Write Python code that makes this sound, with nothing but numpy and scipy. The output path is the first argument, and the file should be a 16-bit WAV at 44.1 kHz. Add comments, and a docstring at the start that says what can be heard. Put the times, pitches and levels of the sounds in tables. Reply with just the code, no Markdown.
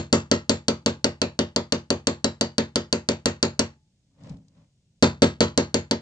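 """A small steel hammer taps taped sheet metal on a steel block on a wooden bench, in a small, dry workshop.
First come 22 blows, five or six a second: a bright, quickly damped clink of steel modes and crack over
the hollow knock of bench modes, with a faint jangle and the room's answer.
In a pause a hand turns the block: shaped noise makes its scrape, dull bump and sheet ticks.
Then six more blows, hard at first. Soft noise gives the low hush of the room throughout."""
import sys
import numpy as np
from scipy import signal
from scipy.fft import rfft, irfft, next_fast_len
from scipy.io import wavfile
from scipy.ndimage import map_coordinates

SR = 44100
rng = np.random.default_rng(int(sys.argv[2]) if len(sys.argv) > 2 else 0)


def wav_record(signal):
    """Record a signal, one row per channel, as 16-bit PCM in the file named by sys.argv[1]."""
    frames = np.transpose(np.atleast_2d(signal))
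    bounded = np.clip(frames, -1, 1)
    # unit amplitude maps onto the largest positive 16-bit level
    quanta = np.round(bounded * 32767).astype(np.int16)
    wavfile.write(sys.argv[1], SR, quanta)


N = 265041
TOP_HZ = 10500  # band limit

# hammer blows; edge is how sharply the face catches the sheet:
# (time [s], force over a light tap [dB], edge [dB])
BLOWS = [(-0.048, 4.5, 1.5), (0.1277, 5.5, 2), (0.3144, 3, 0.6), (0.495, 2.5, 3.5), (0.6831, 1, 0.2),
         (0.8613, 1, 0), (1.0439, 0.6, 1.5), (1.217, -.5, -1.5), (1.391, 1, -3.6), (1.5621, -0.9, -0.7),
         (1.7232, -0.75, -1), (1.9042, 0.5, 0), (2.0708, -.6, 3), (2.244, -0.5, 2.5), (2.411, -1, 1.7),
         (2.5821, 0.5, -2), (2.758, -0.76, 1.2), (2.9274, -1, 2), (3.0885, 0.5, -0.9), (3.2579, .5, 3.5),
         (3.428, 1.4, 1.2), (3.5933, -0.9, 7), (5.0253, 8.5, 1.5), (5.2204, 8.5, -3), (5.4062, 6, -1),
         (5.5764, 3, 2.5), (5.7435, 1.35, 0), (5.9113, 0, -1.5)]
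# spectrum of steel meeting sheet: (frequency [Hz], density [dB per Hz])
CRACK_SPECTRUM = [(300, -21), (900, -10.5), (1800, -3.5), (2450, -10.5), (3400, 3.5), (4400, 9.5),
                  (5400, 7.5), (7200, 4.5), (8300, -5), (9500, -6.5), (10800, -43.5)]
# decay of workshop and loose metal: (frequency [Hz], t60 [s])
WORKSHOP_DECAY = [(100, 0.49), (500, 0.2), (1200, 0.21), (3000, 0.2), (4600, .19), (7500, 0.18),
                  (10000, 0.042)]


def amp(db):
    """Decibels to gain."""
    return 10 ** (np.asarray(db) / 20)


def unit(x):
    """x at rms 1."""
    return x / np.sqrt(np.mean(x ** 2) + 1e-20)


def along(points, hz):
    """(Hz, value) points interpolated on a log frequency axis."""
    f, v = np.transpose(points)
    return np.interp(np.log(hz + 1), np.log(f + 1), v)


def filtered(x, response):
    """x times a response of frequency."""
    n = x.shape[-1]
    m = next_fast_len(n + SR // 8)
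    spectrum = rfft(x, m) * response(np.fft.rfftfreq(m, 1 / SR))
    return irfft(spectrum, m)[..., :n]


def tinted(x, colour):
    """x with the gains of a (Hz, dB) table."""
    return filtered(x, lambda hz: amp(along(colour, hz)))


def add(track, start_s, sound):
    """Mix a sound into a track from start_s on, cut to the track's ends."""
    start = round(start_s * SR)
    part = sound[..., max(-start, 0):max(track.shape[-1] - start, 0)]
    first = max(start, 0)
    track[..., first:first + part.shape[-1]] += part


def diffuse(spectrum, size):
    """Coloured noise of rms 1 that reaches the two microphones from all sides."""
    # left-right likeness of the diffuse field: (frequency [Hz], correlation)
    likeness = [(200, 0.98), (450, 0.93), (700, 0.43), (1200, 0.34), (2200, 0.088), (4000, -0.38),
                (9000, 1)]

    def mid_side_response(hz):
        angle = np.arccos(np.clip(along(likeness, hz), -1, 1)) / 2
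        return amp(along(spectrum, hz)) * [np.cos(angle), np.sin(angle)]

    mid, side = filtered(rng.standard_normal((2, size)), mid_side_response)
    return unit(np.array([mid + side, mid - side]))


def click(spectrum, size=1024):
    """Minimum-phase pulse with this spectrum, peak 1: its energy comes as early as causality allows."""
    log_gain = np.log(amp(along(spectrum, np.fft.rfftfreq(size, 1 / SR))))
    cepstrum = irfft(log_gain)
    cepstrum[1:size // 2] *= 2
    cepstrum[size // 2 + 1:] = 0
    pulse = irfft(np.exp(rfft(cepstrum)))
    return pulse / np.abs(pulse).max()


def clink(t, crack_db=-6, chatter_db=-18, chatter_t60_s=0.026, vary_db=0.7, detune=0.016):
    """Steel meets sheet: a crack, a brief chatter of the sheet on the block, and a damped ring."""
    # modes of hammer head, sheet and block, damped by tape and hand, before each blow's variation:
    # (frequency [Hz], level [dB], t60 [s])
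    steel_modes = [(1050, -30, .03), (1380, -30, .035), (1800, -26, .018), (2120, -39, .11),
                   (2780, -37, .09), (3150, -21, .012), (3950, -19, .01), (4190, -14, .014),
                   (4580, -12.5, .015), (4610, -37, .1), (4950, -21, .008), (5450, -21, .011),
                   (5850, -20, .011), (7050, -20, .011), (9350, -31, .01), (856, -55, .6)]
    # paths from the hammer face, direct and off block, bench top and hand:
    # (left delay [s], right delay [s], left level [dB], right level [dB])
    paths = [(0, .0002, 0, -1.5), (.00065, .00088, -11, -9), (.002, .00215, -9, -12),
             (.00262, .00275, -13, -14)]
    hz, db, t60 = np.transpose(steel_modes)[:, :, None]
    size, shift = rng.standard_normal((2, *hz.shape))  # every blow lands on a new spot
    fade = amp(db + vary_db * size - 60 * t / t60)
    strike = -(fade * np.sin(2 * np.pi * hz * (1 + detune * shift) * t)).sum(0)
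    add(strike, 0, -amp(crack_db) * click(CRACK_SPECTRUM))
    pair = amp(chatter_db - 60 * t / chatter_t60_s) * diffuse(CRACK_SPECTRUM, len(t))
    for left_s, right_s, left_db, right_db in paths:
        add(pair[0], left_s, amp(left_db) * strike)
        add(pair[1], right_s, amp(right_db) * strike)
    return pair


def shading(depth_db, count):
    """A random (Hz, dB) ripple that deepens towards the treble: short waves depend most on the spot struck."""
    hz = np.linspace(0, TOP_HZ, count)
    ripple_db = depth_db * (hz / TOP_HZ) ** (1 / 3) * rng.standard_normal(count)
    return np.column_stack([hz, ripple_db])


def bench(t, vary_db=1.14):
    """The block pushes the bench top down; its modes build up and die away."""
    # modes of the wooden bench: (frequency [Hz], level [dB], t60 [s], build-up [s])
    bench_modes = [(76.7, -33, 0.36, 0.0336), (94.1, -14.5, 0.18, 0.061), (140.3, -20, 0.258, 0.11),
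                   (176.7, -28, 0.24, 0.0026), (227.9, -18, 0.18, 0.0012), (262, -13, 0.095, 0.0052),
                   (310, -32, 0.12, 0.087), (342.3, -15, 0.15, 0.052), (381, -17.5, 0.12, 0.0029),
                   (447.6, -27, 0.13, 0.0018), (466.9, -18, 0.13, 0.0045), (508.2, -28.5, 0.18, 0.0185),
                   (562.8, -16.5, 0.092, 0.0061), (594.8, -26.5, 0.186, 0.0018),
                   (640.4, -30.5, 0.166, 0.0051), (837, -40.5, 0.25, 0.018), (905.3, -31, 0.119, 0.0059)]
    # lead of the bench's sound at the left microphone: (frequency [Hz], phase [rad])
    left_lead = [(100, 0.11), (400, 0.25), (560, 1.08), (690, 2.3), (1000, 1.7)]
    hz, db, t60, rise = np.transpose(bench_modes)[:, :, None]
    swell = amp(db - 60 * t / t60) * (1 - np.exp(-t / rise))
    lag_rad = np.array([0 * hz, along(left_lead, hz)])  # left, right
    modes = -swell * np.sin(2 * np.pi * hz * t - lag_rad)
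    strengths = amp(vary_db * rng.standard_normal((len(BLOWS), len(hz))))
    return strengths @ modes  # channels x blows x time


def jangle(t, count=170, vary_db=4, lag_s=.00022, scatter_rad=0.47, build_s=0.0026):
    """Many weak metal modes, the same for every blow but at new random strengths."""
    # dense, faint ringing of the metal on the bench: (frequency [Hz], level per mode [dB])
    jangle_levels = [(950, -0.5), (1500, -2.5), (1900, 3.5), (2300, -4), (3000, 0), (3900, 2.5), (4600, 3),
                     (5000, -3), (7200, -3), (8000, -11.5), (9500, -30)]
    hz = np.linspace(jangle_levels[0][0], jangle_levels[-1][0], count)[:, None]
    hz = hz + rng.normal(0, 25, (count, 1))
    phase = 2 * np.pi * (hz * t + rng.random((count, 1)))
    right_lag_rad = 2 * np.pi * hz * lag_s + scatter_rad * rng.standard_normal((count, 1))
    fade = amp(along(jangle_levels, hz) - 60 * t / along(WORKSHOP_DECAY, hz))
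    modes = fade * (1 - np.exp(-t / build_s)) * np.sin([phase, phase - right_lag_rad])
    strengths = amp(vary_db * rng.standard_normal((len(BLOWS), count)))
    return strengths @ modes / np.sqrt(count)  # channels x blows x time


def rattle(t, depth_db=2, rate_hz=260):
    """The uneven gain, rms 1, of loose metal that keeps touching the block while it rings."""
    wander = map_coordinates(rng.standard_normal(len(t) // 20), [t * rate_hz])
    return unit(amp(depth_db * wander))


def detuned(pair, depth=.005):
    """A ring made slightly higher or lower: the hand's pressure on the sheet changes from blow to blow."""
    at = np.arange(pair.shape[-1]) * (1 + depth * rng.standard_normal())
    return np.array([map_coordinates(side, [at]) for side in pair])


def walls(t, build_s=0.002):
    """The workshop's answer: a diffuse tail in which every frequency dies at its own speed."""
    # spectrum of the answer at its start: (frequency [Hz], density [dB per Hz])
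    answer_spectrum = [(30, -15.5), (80, -7.5), (250, 0.5), (600, 8), (740, 2.5), (950, 4), (1500, -3),
                       (2400, -0.5), (3900, -2.5), (4600, 5.5), (5000, -6.5), (7300, -7), (8300, -26),
                       (10500, -42.5)]
    hz, when, z = signal.stft(diffuse(answer_spectrum, len(t)), SR, nperseg=256)
    decay = amp(-60 * when / along(WORKSHOP_DECAY, hz)[:, None])
    tail = signal.istft(z * decay, SR, nperseg=256)[1]
    return tail[:, :len(t)] * (1 - np.exp(-t / build_s))


def blow_colour(force_db, edge_db):
    """(Hz, dB) balance of a blow: force adds most in the bass, edge in the treble."""
    # (frequency [Hz], light tap [dB], gain per force [dB/dB], gain per edge [dB/dB])
    growth = [(70, -1.4, 1.22, 0.43), (171.3, 0, 1.08, 0), (550, 0.5, 0.92, 0), (1420, 1.5, 0.99, 0.29),
              (4130, -3, .5, 0.16), (6770, -1.52, 0.78, 0.99)]
    return [(hz, db + per_force * force_db + per_edge * edge_db) for hz, db, per_force, per_edge in growth]


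def hammer(bench_db=0, jangle_db=-25.0, room_db=-25.0, steady=0.5, spot_db=2, ripple_db=4.0,
           jangle_growth=0.58, clink_hold=0.73):
    """Blow after blow: the steel clinks, the bench knocks, loose metal jangles and the workshop answers."""
    track = np.zeros((2, N))
    t = np.arange(SR // 3) / SR
    knocks = amp(bench_db) * bench(t)
    jangles = amp(jangle_db) * jangle(t)
    same_paths = walls(t)  # the hammer hardly moves, so the room's answer partly repeats
    for k, (start_s, force_db, edge_db) in enumerate(BLOWS):
        # the level limit holds the clink back on heavy blows
        steel = amp(-clink_hold * force_db) * tinted(clink(t), shading(spot_db, count=20))
        room = amp(room_db) * (np.sqrt(steady) * same_paths + np.sqrt(1 - steady) * walls(t))
        # after a heavy blow the jangle stands louder against the limited clink
        loose = amp(jangle_growth * force_db) * rattle(t) * detuned(jangles[:, k])
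        tail = tinted(loose + room, shading(ripple_db, count=56))
        blow = knocks[:, k] + steel + tail
        add(track, start_s, tinted(blow, blow_colour(force_db, edge_db)))
    return track


def hush():
    """The still room: steady diffuse noise, rms 1."""
    # (frequency [Hz], density [dB per Hz])
    hush_spectrum = [(20, 0), (38, -2.5), (160, 1.5), (300, -17), (600, -24), (1200, -37.5), (3500, -27.5),
                     (7000, -28), (9500, -39.5), (11000, -61)]
    return diffuse(hush_spectrum, N)


def turning(rumble_db=11, grit_db=2, grit_rate_hz=150, tick_t60_s=0.022):
    """The block's base drags unevenly over the wood and settles; the sheet ticks as it is gripped anew."""
    # sheet ticks under the fingers: (time [s], level [dB])
    ticks = [(4.236, -53), (4.295, -46.5), (4.325, -63), (4.37, -61), (4.483, -59)]
    # pushes of the block round on the bench: (start [s], length [s], scrape level [dB])
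    slides = [(4.248, 0.059, -54), (4.572, 0.049, -67.5)]
    # low and high part of the drag: (frequency [Hz], density [dB per Hz])
    rumble_spectrum = [(40, -11), (90, -4.5), (165, 1), (230, -8), (275, -3), (340, -24.5), (550, -27.5),
                       (800, -27.5), (1500, -76)]
    scrape_spectrum = [(300, -35), (550, 3.5), (720, -10.5), (950, -6), (1400, -15), (2700, -17),
                       (5500, -22), (8000, -30), (10500, -58)]
    rise_db_per_s, fall_db_per_s = 226, 215
    settle_s, settle_db, settle_rise_s, settle_t60_s = 4.3, -32, 0.013, .3
    t = np.arange(N) / SR
    push = np.zeros(N)
    for start_s, length_s, db in slides:
        before_s = np.maximum(start_s - t, 0)
        after_s = np.maximum(t - start_s - length_s, 0)
        push += amp(db - rise_db_per_s * before_s - fall_db_per_s * after_s)
    # between the pushes the block rocks back flat with a dull bump
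    since_s = np.maximum(t - settle_s, 0)
    bump = amp(settle_db - 60 * since_s / settle_t60_s) * (1 - np.exp(-since_s / settle_rise_s))
    grit = amp(grit_db * map_coordinates(rng.standard_normal(N // 20), [t * grit_rate_hz]))
    rumble = (amp(rumble_db) * push + bump) * diffuse(rumble_spectrum, N)
    scrape = push * unit(grit * diffuse(scrape_spectrum, N))
    track = rumble + scrape
    short = t[:SR // 8]
    for start_s, db in ticks:
        add(track, start_s, amp(db - 60 * short / tick_t60_s) * diffuse(CRACK_SPECTRUM, len(short)))
    return track


def scene(hush_db=-65, left_db=0.3):
    """Hammer and block lie a little to the left, over the low hush of the room."""
    work = (hammer() + turning()) * amp([[left_db], [-left_db]])
    return work + amp(hush_db) * hush()


def record(dry, low_hz=54, ceiling=.86):
    """The recorder sheds the deepest bass, rounds off the highest peaks and cuts steeply at its band limit."""
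    lean = signal.lfilter(*signal.butter(2, low_hz, "high", fs=SR), dry)
    rounded = lean / (1 + np.abs(lean / ceiling) ** 6) ** (1 / 6)
    return filtered(rounded, lambda hz: 1 / np.sqrt(1 + (hz / TOP_HZ) ** 100))


dry = scene()
out = record(dry)
wav_record(out)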